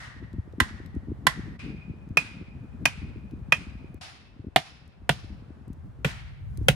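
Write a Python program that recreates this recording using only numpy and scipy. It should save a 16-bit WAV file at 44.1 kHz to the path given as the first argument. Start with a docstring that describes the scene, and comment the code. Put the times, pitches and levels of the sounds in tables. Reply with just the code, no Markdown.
"""Wooden stakes are pounded into soft forest ground with the back of an axe.
Each blow is a burst of cracking noise, a few decaying wood modes, a low thud of the soil and an echo in
frequency-dependent decaying noise. At times an echo breaks off and one enters part-way through its decay.
Air buffets the microphone as short pressure swings over low noise; distant trees hush, and twigs tick
underfoot as tiny noise bursts."""
import sys
import numpy as np
from scipy import signal
from scipy.fft import rfft, irfft, next_fast_len
from scipy.io import wavfile
from scipy.ndimage import map_coordinates

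SR = 44100
rng = np.random.default_rng(int(sys.argv[2]) if len(sys.argv) > 2 else 0)


def dump_mix(stems):
    """Bounce the given channels to the path in sys.argv[1] as a 16-bit WAV at rate SR."""
    frames = np.atleast_2d(stems).T  # one column per channel
    limited = np.clip(frames, -1, 1)  # hard clip at full scale
    pcm = np.round(limited * 32767).astype(np.int16)
    wavfile.write(sys.argv[1], SR, pcm)


N = 297663

# Blows of the axe: (time [s], stake [name], knock level [dB], crack level [dB],
# treble tilt [dB], ground thud level [dB], echo level [dB])
BLOWS = [(0.6014, "A", -11.5, -15.5, -1, -22.5, -36.5), (1.2677, "A", -10.5, -12.5, 0.5, -17.5, -35),
         (2.1710, "B", -7.5, -16, -3.5, -22, -36.5), (2.8546, "B", -11.5, -12, -2, -23, -38.5),
         (3.5217, "B", -7.5, -14, -6, -22.5, -39), (4.5603, "C", -8, -10.5, -1.5, -16.5, -38),
         (5.0923, "C", -9, -13.5, 0, -10.5, -40), (6.0463, "D", -22.5, -20.5, -3, -6.5, -34.5),
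         (6.6840, "D", -9.5, -9.5, 3, -3.5, -41.5)]
# Echoes that enter part-way: (time [s], stake [name], age of the echo [s], level [dB])
ECHO_ENTRIES = [(0, "A", 0.051, -35), (1.591, "B", 0.14, -32.5), (4.01, "C", 0.018, -37)]
STAKE_NAMES = "ABCD"  # the order of the stakes in the per-stake tables
# Vibration modes of each stake: (frequency [Hz], relative level [dB], 60 dB decay time [s])
STAKE_MODES = [
    [(770, -16, .03), (1028, -1.5, .045), (1140, -11.5, .03), (1374, -6.5, .035), (1584, -3.5, 0.047),
     (1810, -6, 0.049), (1993, -1.5, .045), (2870, -12.5, .03)],
    [(565, -16, 0.014), (720, -13, .03), (1012, -12.5, .03), (1286, -11.5, 0.025), (1660, -10, .04),
     (1880, -18.5, 0.026), (2475, 1, .058), (2645, -4.5, 0.049), (5190, -21, .03)],
    [(620, -6.5, 0.02), (720, 2, 0.029), (1412, -5.5, 0.02), (1620, -2, 0.014), (1850, -6, .025),
     (2304, -10.5, .025), (3214, -6, .025), (3520, -9.5, 0.028)],
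    [(529, 1.5, 0.027), (774, -6.5, 0.042), (1430, 1.5, 0.024), (1848, -6, 0.03), (2190, -9, 0.026),
     (2790, -3, 0.02), (3210, -1, 0.01)],
]
# Spectrum of steel cracking on each stake's head: (frequency [Hz], relative density [dB per Hz])
CRACK_SPECTRA = [
    [(60, -18.5), (200, -3), (500, -5), (1100, -2), (1900, 2), (2300, -7.5), (3300, -5), (5500, -17.5),
     (8000, -19.5), (11000, -15), (15000, -28.5)],
    [(60, -17), (200, -7), (400, -11.5), (650, -1.5), (1200, -5), (2500, 0.5), (3200, -5.5), (4200, -15),
     (5700, -9), (8000, -22.5), (11000, -17.5), (15000, -27)],
    [(60, -21), (200, 2.5), (450, 1), (700, 2), (1000, -4), (1600, -3.5), (3400, 0.5), (4500, -14.5),
     (7000, -28), (11000, -20), (15000, -29.5)],
    [(60, -18.5), (250, -17.5), (550, 6.5), (1000, -10), (1800, 2.5), (3200, 1), (4500, -19), (7000, -21.5),
     (11000, -19.5), (15000, -23)],
]
# Where each stake stands: (left-right level difference [dB], lag of the left side [s])
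STAKE_PLACES = [(-8.5, .0001), (-3.5, 0.0037), (-3.5, 0), (0, 0.0041)]
# Spectrum of each stake's echo: (frequency [Hz], relative density [dB per Hz])
ECHO_SPECTRA = [
    [(350, -47.5), (600, -14.5), (1550, -9), (1930, -5), (2370, -17), (5630, -21), (10200, -29),
     (12200, -45.5), (13800, -35.5), (14900, -41.5), (16000, -70)],
    [(350, -44.5), (600, -15), (1350, -10), (1610, -9), (1750, -12), (2440, -4), (3120, -13.5),
     (10500, -24), (12000, -43.5), (13900, -35), (16000, -71)],
    [(350, -43.5), (600, -9.5), (737, -0.5), (919, -9), (1290, -7.5), (5120, -9), (8500, -20.5),
     (10600, -17.5), (12000, -47), (13800, -26), (16000, -50.5)],
    [(350, -35.5), (600, -3.5), (1230, -6), (1850, -2), (4460, -11.5), (9360, -19.5), (11200, -23.5),
     (12000, -46.5), (12800, -30), (14500, -24), (16000, -49)],
]
# Note each stake sends sideways into the trees:
# (frequency [Hz], mean level against the echo noise [dB], overtone level against the note [dB])
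ECHO_NOTES = [(1887, -12, -21.5), (2470, -8.5, -9), (2605, -19.5, 2), (2250, -20, -24)]
# Reverberation of the forest: (frequency [Hz], 60 dB decay time [s])
FOREST_DECAY = [(300, 0.25), (1000, 0.83), (2200, 1.0), (4000, 0.82), (7000, 0.53), (10000, .5),
                (15000, .39)]
# Strongest puffs of air: (time [s], base level [dB], slow swing against the flick, before gains [dB])
PUFFS = [(0.223, -29, -8), (0.334, -30, -6), (0.38, -21.5, -5.5), (0.608, -18, -8.5), (0.961, -22.5, -6),
         (1.081, -26, -9.5), (1.114, -22, -9), (1.894, -24.5, -9.5), (2.102, -26.5, -6.5), (2.409, -29, -9),
         (3.025, -26, -9), (3.333, -26.5, -11), (4.391, -33.5, -4), (4.465, -26, -10.5), (5.699, -29, -9.5),
         (6.61, -26.5, 0)]
# Course of the breeze, before gains: (time [s], rumble level [dB], flutter level [dB])
BREEZE_COURSE = [(0.0, -54.5, -59), (0.52, -51, -53), (1.5, -47.5, -48.5), (1.65, -51, -48),
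                 (2.3, -57, -54.5), (2.85, -47.5, -47.5), (3.26, -49.5, -52.5), (3.54, -50, -49.5),
                 (3.91, -51, -50), (4.13, -62, -67), (4.96, -59.5, -67.5), (5.2, -46.5, -52),
                 (5.58, -55.5, -52), (5.87, -48, -59.5), (5.98, -50, -58.5), (6.39, -48, -68.5),
                 (6.54, -40, -59.5), (6.65, -38.5, -48.5)]
# Spectrum of the deep turbulence: (frequency [Hz], relative density [dB per Hz])
RUMBLE_SPECTRUM = [(20, -24), (35, -13.5), (55, 3), (90, 1), (140, -2), (220, -18), (400, -62.5)]
# Spectrum of the quicker turbulence: (frequency [Hz], relative density [dB per Hz])
FLUTTER_SPECTRUM = [(70, -21.5), (140, -0.5), (220, 0.5), (320, -10.5), (450, -20), (700, -41),
                    (1200, -70.5)]
# Spectrum of distant trees: (frequency [Hz], relative density [dB per Hz])
HUSH_SPECTRUM = [(100, -10.5), (300, -1), (700, -6), (1500, -12), (2200, -19.5), (4000, -28.5),
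                 (7000, -36.5), (11000, -40.5), (16000, -51.5)]
# Loudest twigs underfoot: (time [s], level before gain [dB], pitch [Hz])
TWIGS = [(0.3299, -53.5, 4760), (0.8613, -48, 4080), (3.9434, -52, 14100), (5.7314, -51.5, 9130),
         (6.574, -43, 7740), (6.6314, -59, 4510)]

# Small eddies: rate, level over the breeze and its scatter
EDDIES_PER_S, EDDY_DB, EDDY_SPREAD_DB = 12, 16.5, 2
# Nominal pitch range of their flicks, nominal pitch of their slow swings
EDDY_LOW_HZ, EDDY_HIGH_HZ, EDDY_SLOW_HZ = 127, 290, 78
SWING_LAG_S = .004  # delay of the slow swing in a puff or eddy
# Fainter twig snaps at random moments: rate, mean level and its scatter, median pitch
FAINT_SNAPS_PER_S, FAINT_SNAP_DB, FAINT_SNAP_SPREAD_DB, FAINT_SNAP_HZ = 1.4, -61.5, 1.5, 5150
TOP_HZ = 16400  # nothing is passed above this


def amp(db):
    """Logarithmic level: decibels become an amplitude ratio."""
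    return 10 ** (np.asarray(db) / 20)


def unit(x):
    """Normalization of power: scale to rms 1."""
    return x / np.sqrt(np.mean(x ** 2) + 1e-20)


def along(points, hz):
    """Logarithmic pitch scale: interpolate (frequency [Hz], value) points along it."""
    f, value = np.transpose(points)
    return np.interp(np.log(hz + 1), np.log(f + 1), value)


def filtered(x, response):
    """Linear filtering: multiply the spectrum of x by a response of frequency."""
    n = x.shape[-1]
    padded = next_fast_len(n + 8192)
    spectrum = rfft(x, padded) * response(np.fft.rfftfreq(padded, 1 / SR))
    return irfft(spectrum, padded)[..., :n]


def noise(spectrum, n, alike):
    """Partial coherence: coloured stereo noise of rms 1, sharing the power fraction alike."""
    share = np.clip(alike, 0, 1)
    common = np.sqrt(share) * rng.standard_normal(n)
    separate = np.sqrt(1 - share) * rng.standard_normal((2, n))
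    return unit(filtered(common + separate, lambda hz: amp(along(spectrum, hz))))


def wobble(rate, n):
    """Slow random modulation: a smooth curve through rate random knots a second."""
    knots = rng.standard_normal(int(n * rate / SR) + 4)
    return map_coordinates(knots, [np.arange(n) * rate / SR])


def fade(t, t60):
    """Exponential decay: 60 dB in t60, at full level before t = 0."""
    return np.exp(-np.log(1000) * np.maximum(t, 0) / t60)


def onset(t, time_constant):
    """Exponential approach: rise from silence towards full level."""
    return 1 - np.exp(-t / time_constant)


def panned(db):
    """Interaural level difference: left and right gains that differ by db."""
    return amp([[db / 2], [-db / 2]])


def add(out, s, x):
    """Superposition: mix x into out from time s."""
    start = max(round(s * SR), 0)
    out[:, start:start + x.shape[1]] += x[:, :N - start]


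def chance_times(per_s):
    """Jittered timing: one random moment in each slot of 1 / per_s seconds."""
    slots = np.arange(int(per_s * N / SR))
    return (slots + rng.random(len(slots))) / per_s


def spectral_line(hz, width_hz, n):
    """Narrow-band resonance: stereo noise of rms 1 gathered around one frequency."""
    return unit(filtered(rng.standard_normal((2, n)), lambda f: 1 / (1 + ((f - hz) / width_hz) ** 2)))


def echo(stake, width_hz=55, note_t60=1.5, near_db=3):
    """Diffuse reverberation off trunks: lows and high treble die sooner than the middle; the note lasts."""
    n = 3 * SR // 2
    t = np.arange(n) / SR
    # each band of the noise decays at its own rate
    hz, frames, bands = signal.stft(noise(ECHO_SPECTRA[stake], n, alike=.05), SR, nperseg=256)
    decay = fade(frames, along(FOREST_DECAY, hz)[:, None])
    wash = signal.istft(bands * decay, SR, nperseg=256)[1][:, :n]
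    note_hz, note_db, overtone_db = ECHO_NOTES[stake]
    fundamental = spectral_line(note_hz, width_hz, n) * fade(t, note_t60)
    overtone = spectral_line(2 * note_hz, 2 * width_hz, n) * fade(t, 0.54 * note_t60)
    note = fundamental + amp(overtone_db) * overtone
    # near trunks answer first and loudest, far ones in uneven clumps
    near = 1 + amp(near_db) * fade(t, 0.2)
    clumps = amp(wobble(45, n) - 4.5)
    return (wash + amp(note_db + 2 * wobble(20, n)) * note) * onset(t, 0.0027) * near * clumps


def entering_echoes():
    """Late reverberation: echoes that enter part-way through their decay."""
    out = np.zeros((2, N))
    for s, name, age, db in ECHO_ENTRIES:
        tail = echo(STAKE_NAMES.index(name))[:, round(age * SR):]
        add(out, s, amp(db) * tail * onset(np.arange(tail.shape[1]) / SR, 0.0023))
    return out


def breeze(rumble_gain_db=6.0, flutter_gain_db=-3, hush_db=-59.5, hush_follows=0.28):
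    """Turbulent pressure noise: lumpy low wind, over a hush of distant trees that swells a little with it."""
    knots, *levels = np.transpose(BREEZE_COURSE)
    rumble_db, flutter_db = [np.interp(np.arange(N) / SR, knots, level) for level in levels]
    lumps = wobble(28, N)
    rumble = amp(rumble_db + lumps + rumble_gain_db) * noise(RUMBLE_SPECTRUM, N, alike=.3)
    flutter = amp(flutter_db + 8.3 * lumps + flutter_gain_db) * noise(FLUTTER_SPECTRUM, N, alike=0.94)
    hush_level_db = hush_db + hush_follows * (flutter_db - flutter_db.mean())
    hush = amp(hush_level_db) * noise(HUSH_SPECTRUM, N, alike=.2)
    return (rumble + flutter) * panned(3) + hush


def swing(hz, cycles=.8):
    """Vortex pressure pulse: a swing of a cycle or two, a little different on each side."""
    turns = hz * np.exp(rng.normal(0, .12)) * np.arange(SR // 8) / SR
    swell = (turns / cycles) ** 3 * np.exp(3 - 3 * turns / cycles)  # peaks at 1 after the given cycles
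    phase = rng.uniform(0, 2 * np.pi) + rng.normal(0, 0.28, (2, 1))
    return swell * np.sin(2 * np.pi * turns + phase)


def eddies(slow_db=-3):
    """Random vortex impacts: small eddies bump the microphone, harder as the breeze grows."""
    out = np.zeros((2, N))
    knots, rumble_db, flutter_db = np.transpose(BREEZE_COURSE)
    for s in chance_times(EDDIES_PER_S):
        size_db = EDDY_DB + rng.normal(0, EDDY_SPREAD_DB)
        flick_db = np.interp(s, knots, flutter_db) + size_db
        add(out, s, amp(flick_db) * swing(rng.uniform(EDDY_LOW_HZ, EDDY_HIGH_HZ)))
        swing_db = np.interp(s, knots, rumble_db) + size_db + slow_db
        add(out, s + SWING_LAG_S, amp(swing_db) * swing(EDDY_SLOW_HZ))
    return out * panned(2.9)


def puffs(flick_hz=245, slow_hz=80, flick_db=-1, slow_db=6, trail_db=-8, count=3):
    """Gust breaking into vortices: a quick flick, a slow swing and a few small eddies around them."""
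    out = np.zeros((2, N))
    for s, db, weight_db in PUFFS:
        add(out, s + .002, amp(db + flick_db) * swing(flick_hz))
        add(out, s + SWING_LAG_S, amp(db + weight_db + slow_db) * swing(slow_hz))
        for delay, hz in rng.uniform([-.03, EDDY_LOW_HZ], [.03, EDDY_HIGH_HZ], (count, 2)):
            add(out, s + delay, amp(db + trail_db) * swing(hz))
    return out * panned(2.5)


def snap(hz, t60=0.017):
    """Brittle fracture: dry wood breaks in a tiny splintering noise burst."""
    t = np.arange(SR // 10) / SR
    colour = [(hz / 8, -10), (hz / 2, -4), (hz, 0), (hz * 2, -7), (hz * 4, -12)]
    splinters = amp(2.3 * wobble(600, len(t)))
    return splinters * fade(t, t60) * noise(colour, len(t), alike=0.59)


def twigs(gain_db=-3):
    """Scattered fractures: the loudest twigs snap underfoot at set moments, and fainter twigs snap at random
    moments."""
    out = np.zeros((2, N))
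    for s, db, hz in TWIGS:
        add(out, s, amp(db + gain_db) * snap(hz))
    for s in chance_times(FAINT_SNAPS_PER_S):
        faint_hz = FAINT_SNAP_HZ * np.exp(rng.normal(0, .4))
        add(out, s, amp(rng.normal(FAINT_SNAP_DB, FAINT_SNAP_SPREAD_DB)) * snap(faint_hz))
    return out


def stake_ring(stake, t, lag):
    """Modal vibration: the struck stake rings as a sum of decaying sinusoids."""
    heard = t - np.array([[lag], [0]])  # the waves on the left side lag
    ring = np.zeros((2, len(t)))
    for k, (hz, db, t60) in enumerate(STAKE_MODES[stake]):
        phase = np.pi * k + rng.normal(0, 0.084, (2, 1))  # neighbouring modes have opposite signs
        level = amp(db + rng.normal(0, 0.48))
        ring += level * fade(t, t60) * np.sin(2 * np.pi * hz * heard + phase)
    return ring


def knock(stake, knock_db, crack_db, treble_db, pan_db, lag,
          contact=0.0046, rise=0.00046, swell=0.00092, crack_t60=0.023, touch_db=-4):
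    """Impact excitation: the axe crushes the stake's head for milliseconds, and the stake rings briefly."""
    t = np.arange(SR // 4) / SR
    ring = amp(knock_db) * panned(pan_db) * onset(t, swell) * stake_ring(stake, t, lag)
    # a square blow is brighter than a glancing one
    colour = [(hz, db + treble_db * (hz > 4000)) for hz, db in CRACK_SPECTRA[stake]]
    crack = noise(colour, len(t), alike=.3) * fade(t - contact, crack_t60) * panned(pan_db * .5)
    # the first touch of steel is the brightest instant
    touch = noise([(1500, -26.5), (5000, 2), (15000, -8)], len(t), alike=.2) * fade(t, 0.0098)
    touch *= amp(touch_db + treble_db)
    return ring + amp(crack_db) * (touch + crack) * onset(t, rise)


def scattered(x, db=-14, t60=.11, delay=.007):
    """Early reflection: the ground, the log pile and the nearest trunks thicken a knock."""
    t = np.arange(SR // 5) / SR
    colour = [(100, -7), (500, 1), (1500, -2), (4000, 2.5), (15000, -2)]
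    paths = noise(colour, len(t), alike=0.62) * fade(t - delay, t60) * (t > delay)
    paths /= np.linalg.norm(paths[0])
    return x + amp(db) * signal.fftconvolve(x, paths, axes=1)[:, :x.shape[1]]


def thud(hz=143, t60=.065, delay=.006, crumble_db=-15):
    """Damped oscillation: the stake's tip shoves the springy soil, which swings a few times and crumbles."""
    t = np.maximum(np.arange(SR // 4) / SR - delay, 0)
    shove = -np.sin(2 * np.pi * hz * t) * fade(t, t60) * panned(-2)
    colour = [(25, -16), (60, 2), (220, -3), (400, -18), (900, -42.5)]
    crumble = noise(colour, len(t), alike=0.75) * fade(t, 0.12)
    return (shove + amp(crumble_db) * crumble) * onset(t, 0.0058)


def pounding():
    """Superposed impact responses: knock, thud and echo; an echo breaks off where another enters part-way."""
    out = np.zeros((2, N))
    for s, name, knock_db, crack_db, treble_db, thud_db, echo_db in BLOWS:
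        stake = STAKE_NAMES.index(name)
        add(out, s, scattered(knock(stake, knock_db, crack_db, treble_db, *STAKE_PLACES[stake])))
        add(out, s, amp(thud_db) * thud())
        end = min([entry[0] for entry in ECHO_ENTRIES if entry[0] > s], default=N / SR)
        add(out, s, amp(echo_db) * echo(stake)[:, :round((end - s) * SR)])
    return out


def dips(width=.009):
    """Amplitude modulation: the level dips briefly just before each later echo entry."""
    t = np.arange(N) / SR
    gains = [amp(-11 * np.exp(-((t - s + .012) / width) ** 2)) for s, *_ in ECHO_ENTRIES[1:]]
    return np.prod(gains, axis=0)


def scene():
    """Linear superposition: all sounds of the clearing in stereo, under the brief dips."""
    air = breeze() + eddies() + puffs()
    return (entering_echoes() + air + twigs() + pounding()) * dips()


def record(dry, top=0.92):
    """Filtering and saturation: deep bass is weakened, a narrow notch cut near 12 kHz, peaks rounded off."""
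    response = [(18, -17), (45, -0.5), (10500, 0.5), (11400, -4.5), (12100, -10.5), (13000, 2),
                (14800, -1.5), (16000, -13)]  # (frequency [Hz], gain [dB])
    x = filtered(dry, lambda hz: amp(along(response, hz)))
    x = x / (1 + np.abs(x / top) ** 6) ** (1 / 6)  # soft saturation towards top
    return filtered(x, lambda hz: np.clip((TOP_HZ - hz) / 600, 0, 1))  # band limit


dry = scene()
out = record(dry)
dump_mix(out)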